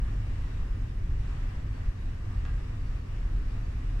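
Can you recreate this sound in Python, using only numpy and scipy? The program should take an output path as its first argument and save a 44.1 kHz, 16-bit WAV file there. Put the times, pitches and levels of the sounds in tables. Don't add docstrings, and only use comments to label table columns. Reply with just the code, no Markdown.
import sys
import numpy as np
from scipy import signal
from scipy.fft import rfft, irfft
from scipy.io import wavfile
from scipy.ndimage import uniform_filter1d

SR = 44100
rng = np.random.default_rng(int(sys.argv[2]) if len(sys.argv) > 2 else 0)


def wav_record(signal):
    frames = np.transpose(np.atleast_2d(signal))
    bounded = np.clip(frames, -1, 1)
    quanta = np.round(bounded * 32767).astype(np.int16)
    wavfile.write(sys.argv[1], SR, quanta)


N = 176400
BIN_HZ = np.fft.rfftfreq(N, 1 / SR)


def amp(db):
    return 10 ** (np.asarray(db) / 20)


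def unit_rms(x):
    return x / np.sqrt(np.mean(x ** 2) + 1e-20)


def curve_at(points, hz):
    f, value = np.transpose(points)
    return np.interp(np.log(hz + 1), np.log(f + 1), value)


def add(mix, start_s, sound):
    part = mix[round(start_s * SR):][:len(sound)]
    part += sound[:len(part)]


def wander(seconds):
    width = round(seconds * SR)
    drift = uniform_filter1d(rng.standard_normal(N), width, mode="wrap")
    return unit_rms(uniform_filter1d(drift, width, mode="wrap"))


# (frequency [Hz], correlation [-1 to 1])
MIC_CORRELATION = [(100, 1), (180, .95), (300, 0.73), (420, -0.13), (540, -0.43), (780, -0.15),
                   (1000, -0.035), (1220, 0.094), (1560, 0.41), (2100, -0.33), (2900, 0.11), (4000, -0.075),
                   (6000, 0.012)]
def diffuse_noise(spectrum, balance_db):
    alike = curve_at(MIC_CORRELATION, BIN_HZ)
    mid, side = rfft(rng.standard_normal((2, N))) * np.sqrt([1 + alike, 1 - alike])
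    lean = amp(balance_db / 2)
    pair = np.array([(mid + side) * lean, (mid - side) / lean])
    return unit_rms(irfft(spectrum * pair, N))


# (frequency [Hz], relative level [dB])
DUCT_SPECTRUM = [(8, -10.5), (20, -5), (28, 1.5), (34, 3), (41, 0), (48, -1), (63, -8), (85, -11.5),
                 (102, -9), (130, -17.5), (175, -26), (230, -29.6), (310, -31.5), (520, -43), (1000, -74.5)]
# (time [s], relative level [dB])
DUCT_SWELL = [(0.04, 3), (0.14, 0.5), (0.32, -1.5), (0.67, 1), (0.8, -2), (1.0, -2.5), (1.07, 4), (1.19, 3),
              (1.26, -3), (1.43, 1.5), (1.52, -4), (1.7, -3.5), (1.79, -3.5), (1.88, 3.5), (1.96, -12),
              (2.07, 1), (2.18, -7), (2.49, 3.5), (2.6, -1), (2.68, -6.5), (2.9, 2), (3.03, -9),
              (3.15, -2.5), (3.25, 3), (3.45, 2.5), (3.55, -1.5), (3.78, -2.5), (3.971, 3)]
def duct_rumble():
    deep_top_hz, steady_s, body_share = 73, 0.1455, 0.14
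    rumble = diffuse_noise(amp(curve_at(DUCT_SPECTRUM, BIN_HZ)), balance_db=0)
    deep = irfft(rfft(rumble) / (1 + (BIN_HZ / deep_top_hz) ** 6), N)
    body = rumble - deep
    deep_rms = np.sqrt(uniform_filter1d((deep ** 2).mean(0), round(steady_s * SR)))
    swell_db = np.interp(np.arange(N) / SR, *np.transpose(DUCT_SWELL))
    return amp(-28) * (amp(swell_db - 2.5) * deep / deep_rms + amp(body_share * swell_db) * body)


# (frequency [Hz], relative level [dB])
VENT_SPECTRUM = [(100, -27), (400, 5.5), (850, 0.5), (1200, 3), (1400, -2), (1900, 1.5), (2100, -2),
                 (2750, -4.5), (3150, -9.5), (3800, -11), (4200, -13.5), (5800, -14), (6200, -18),
                 (7850, -18.5), (8250, -22.5), (9400, -22), (10200, -29), (11800, -36), (15500, -48)]
# (time [s], level [dB])
VENT_WAVER = [(0.03, -71.5), (0.12, -70.5), (0.19, -71.5), (0.38, -70.5), (0.59, -71.2), (0.68, -73),
              (0.83, -72.8), (0.94, -74), (1.17, -73), (1.29, -69.5), (1.38, -70), (1.55, -70.5),
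              (1.65, -73.5), (1.74, -72.3), (1.86, -71.5), (1.95, -74.5), (2.07, -72), (2.15, -73),
              (2.3, -72), (2.55, -71.5), (2.85, -72.5), (2.97, -71), (3.02, -75), (3.13, -72), (3.43, -72),
              (3.55, -70.8), (3.67, -72.5), (3.87, -71), (3.97, -72)]
# (frequency [Hz], share [0 to 1])
WAVER_SHARE = [(400, 0.44), (1500, 0.95), (8000, 0.87)]
# (frequency [Hz], left minus right [dB])
VENT_BALANCE = [(120, -3), (300, -2), (600, 2), (1200, 0.6), (1800, -0.5), (2350, 4), (3100, 0), (4500, -3),
                (7000, -2), (9000, -4), (10400, 3.5), (12000, -1)]
def vent_hiss():
    patch_s, patch_hz, patch_db = 0.09, 600, 0.72
    air = diffuse_noise(amp(curve_at(VENT_SPECTRUM, BIN_HZ)), curve_at(VENT_BALANCE, BIN_HZ))
    hz, t, bands = signal.stft(air, SR, nperseg=512)
    patches = uniform_filter1d(rng.standard_normal(bands.shape[1:]), round(patch_hz / hz[1]), axis=0)
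    patches = unit_rms(uniform_filter1d(patches, round(patch_s / t[1]), axis=1))
    level_db = np.interp(t, *np.transpose(VENT_WAVER))
    swing_db = curve_at(WAVER_SHARE, hz)[:, None] * (level_db - level_db.mean())
    bands *= amp(swing_db + patch_db * patches)
    return amp(-53) * signal.istft(bands, SR)[1][:, :N]


def fan_hum():
    pitch_hz, rms_db, balance_db, waver_db, drift_rad = 253.3, -59, 2.5, 1, 0.39
    phase = 2 * np.pi * pitch_hz * np.arange(N) / SR
    pair = []
    for side in (1, -1):
        peak = np.sqrt(2) * amp(rms_db + side * balance_db / 2 + waver_db * wander(0.11))
        pair.append(peak * np.sin(phase + drift_rad * wander(0.3)))
    return np.array(pair)


# (pitch [Hz], level [dB], width [Hz], left minus right [dB])
WHINES = [(707, -72, 22, 2), (1178, -75, 25, 1), (2834, -79, 4, 0), (2932, -81, 4, -2), (3518, -87, 4, 0),
          (3860, -89, 5, -1), (3909, -87, 5, -1), (6793, -94, 6, -2)]
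def fan_whines():
    return sum(amp(db) * diffuse_noise(1 / (1 + (2 * (BIN_HZ - hz) / width_hz) ** 2), balance_db)
               for hz, db, width_hz, balance_db in WHINES)


# (start [s], length [s], first pitch [Hz], middle pitch [Hz], last pitch [Hz], level [dB])
SLED_SQUEAKS = [(0.42, .19, 3700, 3830, 3630, -72.5), (0.87, .07, 3590, 3660, 3730, -77),
                (1.71, .11, 4420, 4520, 4600, -74), (1.95, .17, 3680, 3820, 3670, -75),
                (2.35, .05, 4540, 4505, 4470, -75), (2.77, .07, 4640, 4570, 4520, -75),
                (2.83, .08, 4510, 4570, 4600, -72), (2.95, .1, 4520, 4520, 4440, -77),
                (3.46, .09, 4560, 4590, 4570, -74), (3.6, .09, 4600, 4560, 4630, -75.5)]
def leg_press_squeaks():
    fade_s, pitch_jitter, rough_db = 0.025, 0.004, 2.5
    out = np.zeros(N)
    for start, length, first_hz, middle_hz, last_hz, db in SLED_SQUEAKS:
        t = np.arange(round(length * SR)) / SR
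        arc = np.polyfit([0, 0.5, 1], [first_hz, middle_hz, last_hz], 2)
        hz = np.polyval(arc, t / length) * (1 + pitch_jitter * wander(0.0033)[:len(t)])
        fade = np.minimum(np.minimum(t, length - t) / fade_s, 1)
        gain = amp(db + rough_db * wander(0.0057)[:len(t)])
        add(out, start, gain * fade * np.sin(2 * np.pi * np.cumsum(hz) / SR))
    return out


# (nominal delay [s], gain [ratio])
NEAR_ECHOES = [(.0032, 0.61), (.0042, 0.54), (.0085, .35), (.012, 0.6)]
def hall(direct):
    t60_s, dull_hz = 0.3, 3400
    t = np.arange(SR) / SR
    tail = rng.standard_normal((2, SR)) * amp(-60 * t / t60_s)
    tail /= np.linalg.norm(tail[0])
    tail = signal.sosfilt(signal.butter(2, dull_hz, fs=SR, output="sos"), tail)
    dulled = signal.sosfilt(signal.butter(1, dull_hz, fs=SR, output="sos"), direct)
    near = np.zeros((2, N))
    for mic in near:
        for delay, gain in NEAR_ECHOES:
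            add(mic, delay * rng.uniform(0.87, 0.97), gain * dulled)
    return direct + near + amp(4.5) * signal.fftconvolve(direct[None], tail, axes=1)[:, :N]


# (time [s], energy [dB], treble cut [dB per octave])
IMPACTS = [(2.4525, -24.3, 5), (2.4835, -27.5, 14)]
# (frequency [Hz], relative level [dB])
TICK_SPECTRUM = [(300, -17), (800, -6.5), (1400, 2.5), (2200, -5), (3500, -8.5), (7500, -15.5), (9000, -28),
                 (16000, -40)]
# (frequency [Hz], relative level [dB], time to fall 60 dB [s])
STEEL_MODES = [(1140, -27, 0.086), (1615, -23, 0.04), (2680, -28, .1)]
def leg_press_click():
    size, treble_hz = 8192, 3400
    t, hz = np.arange(size) / SR, abs(np.fft.fftfreq(size, 1 / SR))
    ring = sum(amp(db - 60 * t / t60) * np.cos(2 * np.pi * f * t) for f, db, t60 in STEEL_MODES)
    out = np.zeros(N)
    for start, db, cut_db in IMPACTS:
        log_gain = np.log(amp(curve_at(TICK_SPECTRUM, hz) - cut_db * np.log2(1 + hz / treble_hz)))
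        tick = np.fft.ifft(np.exp(np.conj(signal.hilbert(log_gain)))).real
        click = tick + amp(-14.5) * signal.fftconvolve(tick, ring)[:size]
        add(out, start, amp(db) * click / np.linalg.norm(click))
    return out


def scene():
    ventilation = duct_rumble() + vent_hiss() + fan_hum() + fan_whines()
    return ventilation + hall(leg_press_click()) + hall(leg_press_squeaks())


def record(dry):
    edge_hz = 15720
    lowpass = signal.firwin(511, edge_hz, window=("kaiser", 9), fs=SR)
    return signal.oaconvolve(dry, lowpass[None], "same")


dry = scene()
out = record(dry)
wav_record(out)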